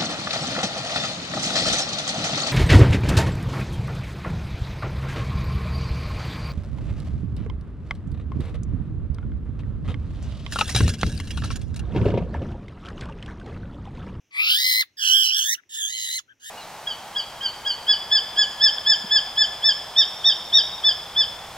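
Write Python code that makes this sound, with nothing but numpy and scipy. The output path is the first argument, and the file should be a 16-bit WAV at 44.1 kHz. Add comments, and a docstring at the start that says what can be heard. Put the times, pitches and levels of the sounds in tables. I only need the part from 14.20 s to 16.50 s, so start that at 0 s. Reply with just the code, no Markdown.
"""A faint garden hush, and almost at once a small hand-held bird screams, four times, close up.
Each scream is a fluttering tone from the trembling syrinx that keeps breaking into rasp and half-pitch
lines, shaped by the throat and topped with beak hiss. The first three fall at the end; the last is short
and weak. Two faint whimpers and a small double tick lie between them.
Hand, leaves and fence throw back sparse echoes."""
import sys
import numpy as np
from scipy import signal
from scipy.fft import rfft, irfft, next_fast_len
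from scipy.io import wavfile
from scipy.ndimage import uniform_filter1d, map_coordinates

SR = 44100
rng = np.random.default_rng(int(sys.argv[2]) if len(sys.argv) > 2 else 0)


def wav_record(signal):
    """Record a signal, one row per channel, as 16-bit PCM in the file named by sys.argv[1]."""
    frames = np.transpose(np.atleast_2d(signal))
    bounded = np.clip(frames, -1, 1)
    # unit amplitude maps onto the largest positive 16-bit level
    quanta = np.round(bounded * 32767).astype(np.int16)
    wavfile.write(sys.argv[1], SR, quanta)


N = 101429

# tone colour of the garden bed: f/Hz, level/dB
GARDEN_EQ = [(20, -23), (60, -11), (100, 3), (160, -11), (300, -4.5), (600, -14.5), (1200, -19),
             (2800, -11), (4500, -27.5), (6000, -10.5), (8000, -33.5), (16000, -31.5)]
# contour of each scream: t/s, pitch/Hz, fundamental/dB, octave/dB, upper partials/dB, hiss/dB
SCREAM_1 = [(0.11, 1130, -69, -59.5, -65.5, -97), (0.155, 1128, -50.5, -35, -46, -71.5),
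            (0.2, 1207, -41.5, -18, -33.5, -46), (0.25, 1330, -42.5, -22.5, -26.5, -46.5),
            (0.31, 1470, -39, -19, -21.5, -28.5), (0.355, 1605, -36.5, -19.5, -27.5, -29),
            (0.39, 1868, -29, -24.5, -26.5, -31), (0.425, 1966, -30.5, -24.5, -26.5, -28),
            (0.45, 2035, -27, -25, -22.5, -29), (0.49, 2029, -24.5, -24, -25.5, -24.5),
            (0.54, 1991, -26, -24, -23.5, -26), (0.585, 2036, -23, -24, -30.5, -27.5),
            (0.62, 2089, -21, -21.5, -25, -29.5), (0.634, 1135, -47, -42, -45.5, -85)]
SCREAM_2 = [(0.772, 1750, -56.5, -54, -64, -54), (0.79, 1678, -42.5, -40, -44.5, -46),
            (0.825, 1575, -39, -23, -31, -34.5), (0.885, 1503, -36, -19.5, -22, -29),
            (0.93, 1531, -36.5, -13.5, -27.5, -28.5), (0.96, 1609, -34, -14.5, -34, -30),
            (1.02, 1567, -37, -17.5, -31.5, -29.5), (1.06, 1487, -50, -21.5, -23.5, -28.5),
            (1.11, 1475, -47.5, -22.5, -32.5, -41.5), (1.145, 1612, -44, -22.5, -36, -38.5),
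            (1.185, 1612, -34, -22, -29, -26.5), (1.22, 1536, -45, -23.5, -31, -32.5),
            (1.29, 1778, -30.5, -29, -40, -27.5), (1.341, 1973, -27.5, -34.5, -25, -28),
            (1.352, 1400, -53, -33.5, -47, -62)]
SCREAM_3 = [(1.495, 1798, -60.5, -58.5, -51, -55.5), (1.545, 1746, -50, -37.5, -35.5, -38.5),
            (1.59, 1780, -40, -34, -39.5, -37.5), (1.635, 1610, -45.5, -25, -44, -33.5),
            (1.67, 1645, -45.5, -28, -44, -38.5), (1.705, 1860, -42, -40, -32, -39.5),
            (1.75, 2058, -43, -30, -41.5, -38), (1.79, 1988, -42.5, -34, -30.5, -37.5),
            (1.845, 1945, -42, -33, -32.5, -32.5), (1.89, 1876, -38, -31, -36, -34),
            (1.94, 2009, -39, -30.5, -31.5, -32.5), (1.974, 2130, -35.5, -30, -38, -31),
            (1.991, 1700, -37.5, -34.5, -30.5, -49), (2.002, 1150, -50.5, -52, -47, -70)]
SCREAM_4 = [(2.2, 1556, -70, -73.5, -60.5, -68), (2.24, 1615, -49.5, -52, -46.5, -49),
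            (2.265, 1760, -46, -45, -41.5, -42.5), (2.295, 1832, -41.5, -45, -41.5, -39.5)]
# how the voice breaks up: t/s, roughness/0-1, period doubling/0-1
BREAKUP = [(.12, .9, .06), (.2, .6, .06), (.31, .8, .25), (.38, .45, .2), (.46, .35, .25), (.61, .15, .2),
           (.78, .8, .03), (.88, .55, .03), (.93, .1, .02), (1.02, .12, .02), (1.06, .55, .04),
           (1.22, .55, .04), (1.31, .35, .08), (1.5, .7, .04), (1.63, .3, .02), (1.7, .5, .25),
           (1.76, .4, .9), (1.84, .5, .3), (1.92, .5, .2), (1.96, .15, .15), (2.21, .9, .05),
           (2.29, .6, .05)]
# tremolo, shallow where the tone is held steady: t/s, depth/0-1
TREMOLO = [(.2, .4), (.37, .35), (.42, .8), (.6, .55), (.8, .5), (.89, .95), (.93, .12), (1.02, .15),
           (1.05, .8), (1.2, .8), (1.3, .35), (1.64, .3), (1.72, .8), (1.92, .9), (1.95, .15), (2.29, .4)]
# partials above the octave, before the throat or hiss EQ: multiple of the pitch, level/dB
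UPPER_PARTIALS = [(2.5, 12), (3, 3.5), (3.5, 15), (4, 7.5)]
TOP_PARTIALS = [(5, -4), (6, 2.5), (7, -14), (8, -19.5), (9, 4)]
# resonances of throat and beak (the last two screams share the third set): f/Hz, level/dB
THROAT_1 = [(2200, -72.5), (3000, 6.5), (3600, 3), (4400, 2), (5050, -5.5), (5600, -11.5), (6100, -23),
            (6700, -9), (7600, -31), (9000, -114)]
THROAT_2 = [(2900, -73), (3700, -15), (4300, 12), (4750, -5), (5250, 9), (6100, 9.5), (6800, -15.5),
            (7600, -7), (9000, -61)]
THROAT_3 = [(2400, -70), (2850, 6), (3150, 4.5), (3800, -8), (4500, -8), (5050, -8), (5750, -14.5),
            (6450, -1), (7400, -6.5), (9000, -83)]
# EQ of the beak hiss: f/Hz, level/dB
HISS_1 = [(5000, -78), (7600, -37.5), (8400, -3.5), (9800, -1.5), (11000, -6), (12500, -12), (14000, -1),
          (15200, 3.5), (16000, 0)]
HISS_2 = [(5000, -79.5), (7500, -4), (8500, -8.5), (9400, -3.5), (11000, -9), (12800, -16), (14000, -5),
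          (15200, -4), (16000, -1)]
HISS_3 = [(5000, -65), (7500, 4), (9000, -5), (10400, 1.5), (11400, -1.5), (12700, -11.5), (14500, -8.5),
          (15500, -3), (16000, 2.5)]
# second voice from the other side of the syrinx, above the octave: t/s, f/Hz, level/dB
SECOND_VOICE = [(.12, 4900, -73), (.25, 5000, -30.5), (.45, 5080, -29.5), (.6, 5050, -50), (.64, 4900, -68),
                (.76, 5000, -49.5), (.8, 5000, -31.5), (.87, 5500, -45), (.92, 5700, -26), (.98, 5200, -27.5),
                (1.06, 5250, -27), (1.15, 5250, -28.5), (1.2, 5900, -26), (1.26, 6400, -29),
                (1.32, 5830, -27), (1.343, 5900, -27.5), (1.36, 5600, -46), (1.49, 7200, -57),
                (1.58, 7150, -33), (1.64, 6450, -28), (1.72, 6600, -36.5), (1.9, 6400, -51),
                (1.97, 6450, -35), (2.005, 5500, -57.5), (2.2, 6400, -76.5), (2.29, 6500, -54)]
# hiss sweep as the beak first opens: t/s, f/Hz, level/dB
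BEAK_SWEEP = [(0.124, 8200, -67.5), (0.168, 10000, -48.5), (.21, 12000, -44), (0.249, 14800, -41),
              (.28, 15500, -45)]
# soft notes between screams: t/s, length/s, pitch/Hz, level/dB, vibrato/share of pitch
WHIMPERS = [(1.366, 0.0415, 1620, -44.5, 0.11), (2.074, 0.064, 1628, -46.5, 0.03)]
# the double tick: t/s, f/Hz, gain/dB
TICKS = [(1.399, 2020, -46), (1.435, 1947, -50.5)]
# stereo image at the two microphones: f/Hz, left minus right/dB
BALANCE_1 = [(1000, -5), (2000, 7), (3000, -0.5), (4100, -5), (5000, -1), (8000, -2), (10000, 13),
             (12000, 23), (15500, 15)]
BALANCE_2 = [(1000, 20.5), (1600, -9), (3100, -7), (5000, -4), (8000, -3), (10000, 14), (12500, 12),
             (15500, 15.5)]
BALANCE_3 = [(1000, -2.5), (2000, 16.5), (3000, -7.5), (3700, -0.5), (5000, -6.5), (8000, -3.5),
             (10500, 11.5), (12500, 6.5), (15500, 20)]

LAG_1, LAG_2, LAG_3 = 0.00021, 0.00025, 0.0002144  # delay of the right microphone/s
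FLUTTER_HZ, FLUTTER_SPREAD, VIBRATO = 98, .22, .034  # rate/Hz, drift/share of rate, swing/share of pitch
JITTER_HZ, JITTER_CALM, JITTER_ROUGH = 300, .006, .028  # bandwidth/Hz, then shares of pitch


def amp(db):
    """Decibels to gain."""
    return 10 ** (np.asarray(db) / 20)


def unit(x):
    """Scales to an rms of one."""
    return x / np.sqrt(np.mean(x ** 2) + 1e-20)


def steady(x):
    """Holds the slow level at one and keeps the quick pulsing."""
    return x / np.sqrt(abs(uniform_filter1d(x ** 2, size=1200)) + 1e-9)


def curves(t, table):
    """One automation curve for each column after the time."""
    times, *columns = np.transpose(table)
    return [np.interp(t, times, column) for column in columns]


def add(mix, start, sound):
    """Mixes a sound in at a time in seconds."""
    part = mix[..., max(round(start * SR), 0):][..., :sound.shape[-1]]
    part += sound[..., :part.shape[-1]]


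def colour(x, eq):
    """Applies an EQ curve of f/Hz, level/dB."""
    f, db = np.transpose(eq)
    size = next_fast_len(len(x) + 1024)
    hz = np.fft.rfftfreq(size, 1 / SR)
    gain = amp(np.interp(np.log(hz + 1), np.log(f), db))
    return irfft(rfft(x, size) * gain, size)[:len(x)]


def wander(count, hz):
    """Smooth random modulation up to a rate, with an rms of one."""
    f = np.fft.rfftfreq(count, 1 / SR)
    return unit(irfft(rfft(rng.standard_normal(count)) / (1 + (f / hz) ** 8), count))


def blend(a, b, share):
    """Equal-power crossfade from a to b."""
    share = np.clip(share, 0, 1)
    return np.sqrt(1 - share) * a + np.sqrt(share) * b


def fuzz(phase, width_hz):
    """A band of noise that rides on a partial, reaching width_hz to either side."""
    n = len(phase)
    return unit(wander(n, width_hz) * np.cos(phase) + wander(n, width_hz) * np.sin(phase))


def garden():
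    """A faint steady bed of outdoor rumble and air, nearly mono."""
    shared, left, right = [unit(colour(rng.standard_normal(N), GARDEN_EQ)) for _ in range(3)]
    return amp(-70.5) * blend(shared, np.array([left, right]), 0.1)


def partials(phase, table, doubling):
    """A stack of partials of unit power; half multiples sound only with period doubling."""
    gains = [amp(db) * (doubling if round(2 * k) % 2 else np.ones(len(phase))) for k, db in table]
    stack = sum(g * np.cos(k * phase + rng.uniform(0, 2 * np.pi)) for g, (k, _) in zip(gains, table))
    return stack / np.sqrt(sum(g ** 2 for g in gains) / 2)


def throat_noise(pitch, throat, tracking):
    """Noise in the throat resonances, which follow the pitch by the exponent `tracking`."""
    position = np.cumsum((pitch / np.median(pitch)) ** tracking)
    noise = colour(rng.standard_normal(2 * len(pitch)), throat)
    return unit(map_coordinates(noise, [position], mode="wrap"))


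def second_voice(t, flutter):
    """A narrow band of noise, the syrinx's second voice, that wavers with the flutter."""
    hz, db = curves(t, SECOND_VOICE)
    phase = 2 * np.pi * np.cumsum(hz * (1 + VIBRATO * flutter)) / SR
    return amp(db) * fuzz(phase, width_hz=230)


def scream(contour, throat, hiss_eq, tracking):
    """A trembling syrinx: tone and rasp come in quick bursts, with beak hiss on top."""
    t = np.arange(contour[0][0] - .004, contour[-1][0] + .006, 1 / SR)
    n = len(t)
    pitch, low_db, octave_db, upper_db, top_db = curves(t, contour)
    rough, doubling = np.clip(curves(t, BREAKUP), 0, 1)
    tremolo, = curves(t, TREMOLO)

    # one flutter drives both pitch and loudness
    flutter_hz = FLUTTER_HZ * (1 + FLUTTER_SPREAD * wander(n, 60.43))
    flutter = np.sin(2 * np.pi * np.cumsum(flutter_hz) / SR)
    jitter = (JITTER_CALM + JITTER_ROUGH * rough * (1 - .1 * flutter)) * wander(n, JITTER_HZ)
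    phase = 2 * np.pi * np.cumsum(pitch * (1 + VIBRATO * flutter + jitter)) / SR
    burst = steady(1 + np.tanh(tremolo * (flutter + .3 + .3 * wander(n, 120))))
    gaps = 1 - 0.71 * rough * flutter  # swells between the bursts

    # four layers, each crossfading from tone to noise as the voice roughens
    low = blend(np.cos(phase) * np.sqrt(2), fuzz(phase, width_hz=243), 0.41 * rough) * burst
    low += amp(-18.5) * np.minimum(doubling, .25) * fuzz(phase / 2, width_hz=35)  # half-pitch line

    octave_tone = partials(phase, [(1.5, 6), (2, 0)], doubling ** 2) * burst
    octave = blend(octave_tone, fuzz(2 * phase, width_hz=330) * gaps, .6 * rough ** 2)

    rasp = throat_noise(pitch, throat, tracking) * blend(gaps, burst, 0.3)
    upper_tone = steady(colour(partials(phase, UPPER_PARTIALS, doubling), throat)) * burst
    upper = blend(upper_tone, unit(rasp), 0.11 + 0.64 * rough)

    hiss = unit(colour(rng.standard_normal(n), hiss_eq)) * (1 + .15 * flutter)
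    top_tone = unit(colour(partials(phase, TOP_PARTIALS, doubling), hiss_eq))
    top = blend(top_tone, hiss, 0.82 + 0.17 * rough)

    voice = amp(low_db) * low + amp(octave_db) * octave + amp(upper_db) * upper + amp(top_db) * top
    voice += second_voice(t, flutter) * burst
    fade = np.clip(np.minimum(t - t[0], t[-1] - t) / .004, 0, 1)
    return t[0], fade * voice


def beak_opening():
    """A band of hiss that sweeps up as the beak opens."""
    t = np.arange(BEAK_SWEEP[0][0], BEAK_SWEEP[-1][0], 1 / SR)
    hz, db = curves(t, BEAK_SWEEP)
    return t[0], amp(db) * fuzz(2 * np.pi * np.cumsum(hz) / SR, width_hz=2400)


def whimper(start, length, pitch_hz, db, vibrato):
    """A soft note that arches in pitch and level, with a weak breathy octave."""
    t = np.arange(0, length, 1 / SR)
    arch = np.sin(np.pi * (t / length) ** 1.23)
    flutter = vibrato * np.sin(2 * np.pi * FLUTTER_HZ * t)
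    jitter = .025 * wander(len(t), JITTER_HZ)
    hz = pitch_hz * (1 - 0.128 * (1 - arch) + flutter + jitter)
    phase = 2 * np.pi * np.cumsum(hz) / SR
    return start, amp(db) * arch * (np.cos(phase) + amp(-14.5) * fuzz(2 * phase, width_hz=136))


def tick(start, hz, db, rise_s=0.00122):
    """A small dull tick: a blip of band noise with a rounded attack."""
    t = np.arange(0, .02, 1 / SR)
    envelope = (t / rise_s) ** 2 * np.exp(-t / rise_s)
    return start - rise_s, amp(db) * envelope * fuzz(2 * np.pi * hz * t, width_hz=640)


def microphones(x, balance, lag_s):
    """Pans each frequency between two microphones at constant power; the right hears it later."""
    left_eq = [(hz, 10 * np.log10(2 / (1 + amp(-2 * db)))) for hz, db in balance]
    right_eq = [(hz, 10 * np.log10(2 / (1 + amp(2 * db)))) for hz, db in balance]
    delay = np.exp(-2j * np.pi * np.fft.rfftfreq(len(x), 1 / SR) * lag_s)
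    return np.array([colour(x, left_eq), irfft(rfft(colour(x, right_eq)) * delay, len(x))])


def reflections(x, t60_s, treble_db):
    """Sparse echoes from hand, leaves and fence, different at each microphone."""
    t = np.arange(SR // 2) / SR
    taps = rng.standard_normal((2, len(t))) * (rng.random((2, len(t))) < .06)
    taps *= (t > .0005) * amp(-60 * t / t60_s)
    taps /= np.linalg.norm(taps, axis=1, keepdims=True)
    eq = [(4500, 7.5), (7500, treble_db / 2), (11000, treble_db)]
    response = np.array([colour(side, eq) for side in taps])
    return signal.fftconvolve(x, response, axes=1)[:, :N]


def scene():
    """The bird, a little to the left, with its echoes over the garden bed."""
    cues = [(beak_opening(), BALANCE_1, LAG_1),
            (scream(SCREAM_1, THROAT_1, HISS_1, tracking=0.027), BALANCE_1, LAG_1),
            (scream(SCREAM_2, THROAT_2, HISS_2, tracking=0.6), BALANCE_2, LAG_2),
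            (scream(SCREAM_3, THROAT_3, HISS_3, tracking=0.12), BALANCE_3, LAG_3),
            (scream(SCREAM_4, THROAT_3, HISS_3, tracking=0.12), BALANCE_3, LAG_3)]
    cues += [(whimper(*row), BALANCE_3, LAG_3) for row in WHIMPERS]
    cues += [(tick(*row), BALANCE_3, LAG_3) for row in TICKS]
    bird = np.zeros((2, N))
    for (start, sound), balance, lag_s in cues:
        add(bird, start, microphones(sound, balance, lag_s))
    bright_early = amp(-21) * reflections(bird, t60_s=0.075, treble_db=20)
    dark_tail = amp(-37.5) * reflections(bird, t60_s=0.28, treble_db=0)
    return bird + bright_early + dark_tail + garden()


def record(dry):
    """A steep high cut takes off the very top of the air."""
    high_cut = signal.firwin(511, 15850, window=("kaiser", 9), fs=SR)
    return signal.oaconvolve(dry, high_cut[None], "same")


dry = scene()
out = record(dry)
wav_record(out)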